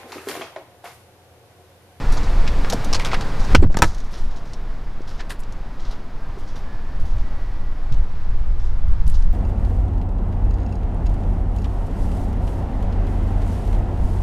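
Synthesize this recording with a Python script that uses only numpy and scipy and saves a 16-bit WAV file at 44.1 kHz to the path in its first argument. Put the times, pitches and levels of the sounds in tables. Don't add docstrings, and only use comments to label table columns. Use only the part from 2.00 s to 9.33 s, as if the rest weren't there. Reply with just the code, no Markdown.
import sys
import numpy as np
from scipy import signal
from scipy.fft import rfft, irfft, next_fast_len
from scipy.io import wavfile
from scipy.ndimage import uniform_filter1d

SR = 44100
rng = np.random.default_rng(int(sys.argv[2]) if len(sys.argv) > 2 else 0)


def to_linear_factor(level_db):
    exponent = np.asarray(level_db, float) / 20
    return 10 ** exponent


def store_pcm(level_fs):
    pcm = np.round(np.clip(level_fs, -1, 1) * 32767).astype(np.int16)
    wavfile.write(sys.argv[1], SR, np.atleast_2d(pcm).T)


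N = 323253
T = np.arange(N) / SR
SLAM_S = 1.549


def level(x):
    return x / np.sqrt(np.mean(x ** 2))


def band(x, lo_hz, hi_hz, order=2):
    sos = signal.butter(order, [lo_hz, hi_hz], "bandpass", fs=SR, output="sos")
    return signal.sosfilt(sos, x)


def even_band(x, lo_hz, hi_hz):
    return band(x, lo_hz, hi_hz, order=3) / np.sqrt(2 * (hi_hz - lo_hz) / SR)


def coloured(shape):
    hz, db = np.transpose(shape)
    size = next_fast_len(N)
    bin_hz = np.arange(size // 2 + 1) * SR / size
    gain = to_linear_factor(np.interp(np.log(bin_hz + 1), np.log(hz), db))
    return level(irfft(rfft(rng.standard_normal(size)) * gain, size)[:N])


def walk(rate_hz):
    hold = int(SR / rate_hz)
    steps = np.repeat(rng.standard_normal(N // 100), hold)[:N]
    return level(uniform_filter1d(uniform_filter1d(steps, hold), hold))


def ring(x, hz, t60_s):
    pole = np.exp(2j * np.pi * hz / SR - np.log(1000) / (t60_s * SR))
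    return signal.lfilter([1], [1, -pole], x).imag


def bursts(table, shape, grit_db, spread, focus_db):
    out, body, edge = np.zeros((3, N + SR))
    size = SR // 6
    t = np.arange(size) / SR
    for start_s, peak_db, hz, body_db, edge_db, span_s in table:
        impacts = np.minimum(rng.exponential(size=size // 30 + 1), 2.5)
        sizes_db = grit_db * np.repeat(impacts, 30)[:size]
        envelope = to_linear_factor(peak_db) * level(to_linear_factor(sizes_db)) * shape(t, max(span_s, .004))
        push = envelope * rng.standard_normal((4, size))
        here = slice(int(start_s * SR), int(start_s * SR) + size)
        out[here] += even_band(push[0], hz / spread, min(hz * spread, 6800))
        out[here] += to_linear_factor(focus_db) * even_band(push[3], hz / 1.093, hz * 1.13)
        body[here] += to_linear_factor(body_db) * push[1]
        edge[here] += to_linear_factor(edge_db) * push[2]
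    return (out + even_band(body, 355, 1630) + even_band(edge, 6900, 11900))[:N]


# start_s [s], level_db [dB]
GUST_BEFORE_SLAM = [(0, -28), (.15, -20.5), (.35, -20), (.8, -32), (1.45, -30)]
GUST_AFTER_SLAM = [(1.95, -29.5), (2.3, -39.5), (2.7, -34.5), (4.1, -39.5), (4.75, -32), (5.15, -30),
                   (5.4, -28), (5.9, -27.5), (6.15, -27), (6.35, -19), (6.85, -18.5), (7.0, -14),
                   (7.33, -11)]


def gust():
    usual_db = -30.5
    return np.interp(T, *np.transpose(list(GUST_BEFORE_SLAM) + list(GUST_AFTER_SLAM))) - usual_db


# start_s [s], half_length_s [s], low_push_db [dB], flutter_push_db [dB]
PUFFS = [(0.095, 0.03, 7, 1), (0.39, 0.034, 9.5, -9), (0.572, 0.094, 6.5, -5), (0.935, 0.057, 10.5, 9),
         (1.16, 0.07, 5, 6), (1.416, 0.018, 14, 7), (1.547, 0.045, 16.5, 24), (1.65, 0.075, 18, 31.5),
         (1.857, 0.05, 7, 23.5), (2.262, 0.063, 13, -6), (2.496, .06, -2.5, 8), (3.873, 0.046, 11, -8),
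         (4.28, 0.07, 2, 7), (5.03, 0.059, 6.5, 14), (5.18, 0.066, 10.5, 11.5), (5.947, 0.057, 7, 10),
         (6.009, 0.025, 12.5, -1), (6.884, 0.046, 9, 7), (7.083, 0.038, 2.5, 13.5), (7.257, 0.057, -0.5, 8)]


def wind():
    bells = [np.exp(-((T - start_s) / half_s) ** 2) for start_s, half_s, *_ in PUFFS]
    low_db, flutter_db = np.transpose(PUFFS)[2:] @ bells
    # low_hz, high_hz, usual_db, slope (dB per dB of gust), share of flutter in the push
    layers = [(3.94, 20.2, -18, 0.58, 0.015), (23.95, 51, -30.0, 0.94, .02),
              (54, 99.3, -38, 0.74, 0.39), (90.4, 169, -48.5, 0.61, 1.0)]
    out, gust_db = np.zeros(N), gust()
    for lo_hz, hi_hz, usual_db, slope, share in layers:
        eddies = level(band(rng.standard_normal(N), lo_hz, hi_hz, order=3))
        eddies /= np.sqrt(uniform_filter1d(eddies ** 2, int(.1 * SR)) + 0.44)
        push_db = (1 - share) * low_db + share * flutter_db
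        out += to_linear_factor(usual_db + slope * gust_db + push_db) * eddies
    return 0.68 * np.tanh(out / 0.73)


# hz [Hz], level_db [dB per Hz]
YARD_SPECTRUM = [(71, -4), (120, 4), (488, -8.5), (899, -8), (1900, -17), (2750, -24), (5060, -28.5),
                 (8080, -40.5), (15500, -48)]
# hz [Hz], level_db [dB per Hz]
COMPARTMENT_SPECTRUM = [(71, -5), (120, -2.5), (188, -5), (240, -9.5), (282, -8), (319, -13.5), (441, -12),
                        (541, -13.5), (975, -14.5), (2590, -25.5), (2980, -29.5), (4570, -30),
                        (15500, -54.5)]
# start_s [s], depth_db [dB], fall_s [s], recovery_s [s]
DUCKS = [
    (1.533, -6, 0.07, 0.0067),
    (1.6, -1, .04, 0.13),
    (1.685, 19, .015, .015),
]


def yard():
    open_db, shut_db, wind_duck = -34, -45.5, 0.071
    flicker_db = .5 * walk(9)
    duck_db = np.zeros(N)
    for start_s, depth_db, fall_s, recovery_s in DUCKS:
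        corners_s = [start_s - fall_s, start_s, start_s + recovery_s]
        duck_db += depth_db * np.interp(T, corners_s, [0, 1, 0])
    shut = T > SLAM_S
    heard_db = np.where(shut, shut_db - wind_duck * np.maximum(gust(), 0), open_db)
    hum = np.where(shut, to_linear_factor(5) * coloured(YARD_SPECTRUM), to_linear_factor(4.5) * coloured(COMPARTMENT_SPECTRUM))
    return hum * to_linear_factor(heard_db - duck_db + flicker_db)


# start_s [s], peak_db [dB], edge_db [dB re peak], length_s [s]
CLOTH = [
    (0.1176, -26.5, -7.5, 0.025),
    (0.167, -24.5, -27, 0.018),
    (0.227, -32, -18, 0.026),
    (1.393, -31.5, -12, 0.029),
    (1.437, -26, -13, 0.012),
    (1.715, -38.5, -24, 0.02),
    (1.83, -22.5, -9, 0.027),
    (1.866, -39, -15, 0.12),
    (1.977, -38, -16, 0.023),
    (2.034, -44.5, -11, 0.054),
]
# start_s [s], peak_db [dB], centre_hz [Hz], edge_db [dB re peak], length_s [s]
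SCRAPES = [(0.908, -35, 2520, -26, 0.011), (0.927, -15.5, 5160, -15, 0.02), (0.943, -10, 4370, -25, 0.013),
           (0.992, -20.5, 2140, -16, 0.027), (1.046, -18, 3470, -12.5, 0.012),
           (1.055, -20, 2350, -15, 0.024), (1.113, -22.5, 2070, -31, 0.031),
           (1.13, -18.5, 2320, -33, 0.013), (1.1397, -18, 1900, -18.5, 0.014),
           (1.207, -26.5, 4500, -20, 0.017), (3.1905, -29, 1870, -34, 0.015),
           (3.2, -27.5, 1700, -44, 0.015), (3.301, -27.5, 1720, -3, 0.021)]
# start_s [s], peak_db [dB], edge_db [dB re peak], length_s [s]
GRAVEL = [(2.106, -43, -6, 0.049), (2.168, -39.5, -10, 0.059), (2.24, -47, -12, 0.031),
          (2.303, -40, -24, 0.027), (2.358, -37.5, -15, 0.026), (2.45, -46, -13, 0.11),
          (3.173, -42, -27, 0.032), (3.388, -48, 5, 0.016), (3.792, -41.5, -22, 0.054),
          (4.38, -47, -7, 0.056), (4.47, -42, -20, 0.056), (4.992, -47, -5, 0.039),
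          (5.0494, -46.5, -8, 0.067), (5.096, -48, -15, 0.046), (5.179, -42.5, -17, 0.028),
          (5.917, -45, -37, 0.016), (6.592, -45.5, -20, 0.065), (6.636, -45, -12, 0.037),
          (7.11, -46, -6, 0.13), (7.138, -32, -22, 0.022)]
# start_s [s], peak_db [dB], edge_db [dB re peak], length_s [s]
SCUFFS = [
    (2.127, -34.5, -21, 0.056),
    (3.071, -38.5, -14, 0.084),
    (3.293, -28.5, -7, 0.02),
    (3.844, -40.5, -25, 0.081),
    (3.906, -33, -16, 0.023),
    (4.554, -35.5, -13, 0.029),
]


def scrapes():
    drags = [(s, db, hz, -1, edge_db, span_s) for s, db, hz, edge_db, span_s in SCRAPES]
    rustles = []
    # centre_hz, body_db re peak
    for table, hz, body_db in [(CLOTH, 5000, 2), (GRAVEL, 4400, -10), (SCUFFS, 4000, 1.5)]:
        rustles += [(s, db, hz, body_db, edge_db, span_s) for s, db, edge_db, span_s in table]

    def bite(t, span_s):
        return np.minimum(t / 0.0037, 1) * np.exp(-(t / span_s) ** 1.24)

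    def swell(t, span_s):
        return np.minimum(t / 0.0076, 1) * np.exp(-t / span_s)

    metal = bursts(drags, bite, grit_db=5.5, spread=2.3, focus_db=-1)
    soft = bursts(rustles, swell, grit_db=3.5, spread=1.465, focus_db=-26)
    return to_linear_factor(-9) * metal + to_linear_factor(-9) * soft


# start_s [s], peak_db [dB], centre_hz [Hz], body_db [dB re peak], edge_db [dB re peak]
KNOCKS = [(0.466, -28, 2500, -9, -34), (0.4762, -15, 2610, -17, -34), (0.646, -25.5, 2620, 10.5, -31),
          (0.6998, -15, 5600, -20, -9), (0.703, -26, 5100, 1, -5), (0.7239, -16, 6000, -3, -17),
          (0.7338, -20.5, 5340, 0.5, -4.5), (0.845, -24, 5840, -7, -4), (0.951, -20, 4400, -1, -18),
          (1.1325, -19, 2220, 8, -31), (1.5489, -2.5, 2910, -1.5, -23), (1.628, -27, 2330, 6, -25),
          (1.744, -32.5, 2340, 15, -20), (1.7698, -19, 4900, -7, -8), (1.7881, -22.5, 5700, 6, -12),
          (1.8211, -4.5, 2160, -13, -7), (1.8344, -10.5, 1500, -5.5, -23)]
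# start_s [s], peak_db [dB], centre_hz [Hz], edge_db [dB re peak]
TICKS = [(1.9074, -42, 4270, -10), (1.9468, -31.5, 5910, -11), (1.9816, -38, 5610, -8),
         (2.002, -36, 6200, -12), (2.534, -26, 5000, -25), (3.016, -42, 5340, -25), (3.207, -32, 4370, -27),
         (3.4017, -44.5, 6350, 8), (3.4346, -38.5, 4700, -29), (3.5234, -37, 6180, -8),
         (5.924, -34, 3600, -35), (5.942, -36.5, 3600, -34), (6.8834, -49, 4000, -2),
         (7.0664, -38, 4370, -10), (7.077, -35.5, 4430, 3), (7.0988, -37, 4540, 5.5),
         (7.224, -38.5, 4040, -18)]
# start_s [s], peak_db [dB]
SNAPS = [
    (1.621, -39),
    (1.651, -47),
    (1.676, -43.5),
    (2.126, -40),
]


def knocks():
    knock_t60_s, tick_t60_s, snap_t60_s = 0.046, 0.043, .012
    hits = [(*row, knock_t60_s) for row in KNOCKS]
    hits += [(s, db, hz, -18, edge_db, tick_t60_s) for s, db, hz, edge_db in TICKS]
    hits += [(s, db, 4500, -8, -4, snap_t60_s) for s, db in SNAPS]

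    def crack(t, t60_s):
        tick = 0.47 * np.exp(-t / 0.00061)
        tail = 0.025 * to_linear_factor(-15 * t / t60_s)
        return tick + to_linear_factor(-60 * t / t60_s) + tail

    return to_linear_factor(-10) * bursts(hits, crack, grit_db=-3.0, spread=2.04, focus_db=-6)


# start_s [s], pitch_hz [Hz], peak_db [dB], t60_s [s]
BOOMS = [(0.728, 482, -17, 0.059), (.732, 696, -13, 0.034), (0.744, 260, -11.5, 0.026),
         (1.554, 111, -30, 0.21), (1.58, 80, -3.5, 0.25), (1.618, 132.5, -32, 0.066),
         (1.625, 7700, -44, 0.07), (1.625, 346, -10.5, 0.061), (1.749, 180, -14, 0.043),
         (1.837, 327, -19, 0.096), (1.841, 96, -22, 0.16), (3.005, 346, -18, 0.013),
         (4.373, 400, -30, 0.056), (5.915, 118, -14.5, 0.1)]


def booms():
    out, t = np.zeros(N), np.arange(SR // 3) / SR
    for start_s, hz, peak_db, t60_s in BOOMS:
        onset = 1 - np.exp(-t * hz * 4.7)
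        boom = to_linear_factor(peak_db - 60 * t / t60_s) * onset * np.sin(2 * np.pi * hz * t)
        out[int(start_s * SR):][:len(t)] += boom
    return out


# pitch_hz [Hz], width_hz [Hz], level_db [dB]
FRAME_MODES = [(418, 100, -6), (640, 39, -16.5), (1354, 84, 3), (1500, 48, 0), (2230, 150, 13.5),
               (2620, 97, 3), (3520, 90, -24), (4200, 120, -27), (4700, 150, -21), (5840, 110, -11)]
LATCH_MODES = [(908, 70, -6.5), (925, 30, -9), (1253, 26, -7.5), (1510, 71, -14.5), (1590, 33, -11),
               (1723, 26, -8.5), (2074, 340, 10.5), (3200, 90, -46), (4370, 130, -19), (5600, 110, 9),
               (7260, 160, 11), (7700, 200, -29)]
# start_s [s], level_db [dB], which [0 frame, 1 latch]
BLOWS = [
    (1.549, -28.5, 0),
    (1.553, -23.5, 0),
    (1.628, -54, 0),
    (1.744, -47, 1),
    (1.771, -34.5, 1),
    (1.821, -18.5, 1),
    (1.826, -19, 1),
    (1.835, -36, 1),
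    (1.844, -35, 1),
]


def fittings():
    out, t = np.zeros(N), np.arange(SR // 8) / SR
    for start_s, blow_db, which in BLOWS:
        for hz, width_hz, mode_db in (FRAME_MODES, LATCH_MODES)[int(round(which))]:
            push = np.exp(-t / 0.00099) * rng.choice([-1, 1]) * to_linear_factor(2 * rng.standard_normal())
            struck_hz = hz * (1 + 0.018 * rng.standard_normal())
            out[int(start_s * SR):][:len(t)] += to_linear_factor(blow_db + mode_db) * ring(push, struck_hz, 1.27 / width_hz)
    return out


# start_s [s], peak_db [dB]
SHUDDERS = [
    (1.55, -24),
    (1.576, -15.5),
    (1.6, -18),
    (1.632, -19),
    (1.79, -18),
    (1.846, -26),
]


def shudder():
    rise_s, t60_s = 0.023, 0.21
    rattle = level(band(rng.standard_normal(N) * to_linear_factor(9.8 * walk(80)), 143, 455))
    shake = np.zeros(N)
    for start_s, peak_db in SHUDDERS:
        decay = to_linear_factor(peak_db - 60 * np.maximum(T - start_s, 0) / t60_s)
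        shake += decay * np.clip(1 + (T - start_s) / rise_s, 0, 1)
    return rattle * shake * to_linear_factor(-6)


# start_s [s], length_s [s], first_hz [Hz], last_hz [Hz], level_db [dB]
SQUEALS = [
    (4.15, .18, 1610, 1540, -53),
    (4.64, .36, 1720, 1830, -53),
    (5.12, .1, 1650, 1800, -55),
    (5.2, .55, 1935, 1935, -54),
]


def squeals():
    fade_s, sag_db_per_s, bend = .03, 6, 3
    out, waver, flicker = np.zeros(N), 1 + .004 * walk(40), to_linear_factor(1.5 * walk(20))
    for start_s, span_s, first_hz, last_hz, level_db in SQUEALS:
        part = slice(int(start_s * SR), int((start_s + span_s) * SR))
        t = np.maximum(T[part] - start_s, 0)
        fade = np.clip(np.minimum(t, span_s - t) / fade_s, 0, 1) * to_linear_factor(level_db - sag_db_per_s * t)
        pitch_hz = (first_hz + (last_hz - first_hz) * (t / span_s) ** bend) * waver[part]
        out[part] += fade * flicker[part] * np.sin(2 * np.pi * np.cumsum(pitch_hz) / SR)
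    return out


def scene():
    air = yard() + scrapes() + knocks() + booms() + fittings() + shudder() + squeals()
    gusts = wind()
    side = to_linear_factor(-19) * np.roll(band(air, 11000, 16000), shift=7)
    side += to_linear_factor(-40) * gusts * walk(30)
    return air + gusts + np.array([side, -side])


def band_limit(x):
    return signal.sosfilt(signal.butter(12, 16010, fs=SR, output="sos"), x)


def record(dry):
    mix = np.clip(dry, -1, 1)
    return band_limit(mix)


dry = scene()
out = record(dry)
store_pcm(out)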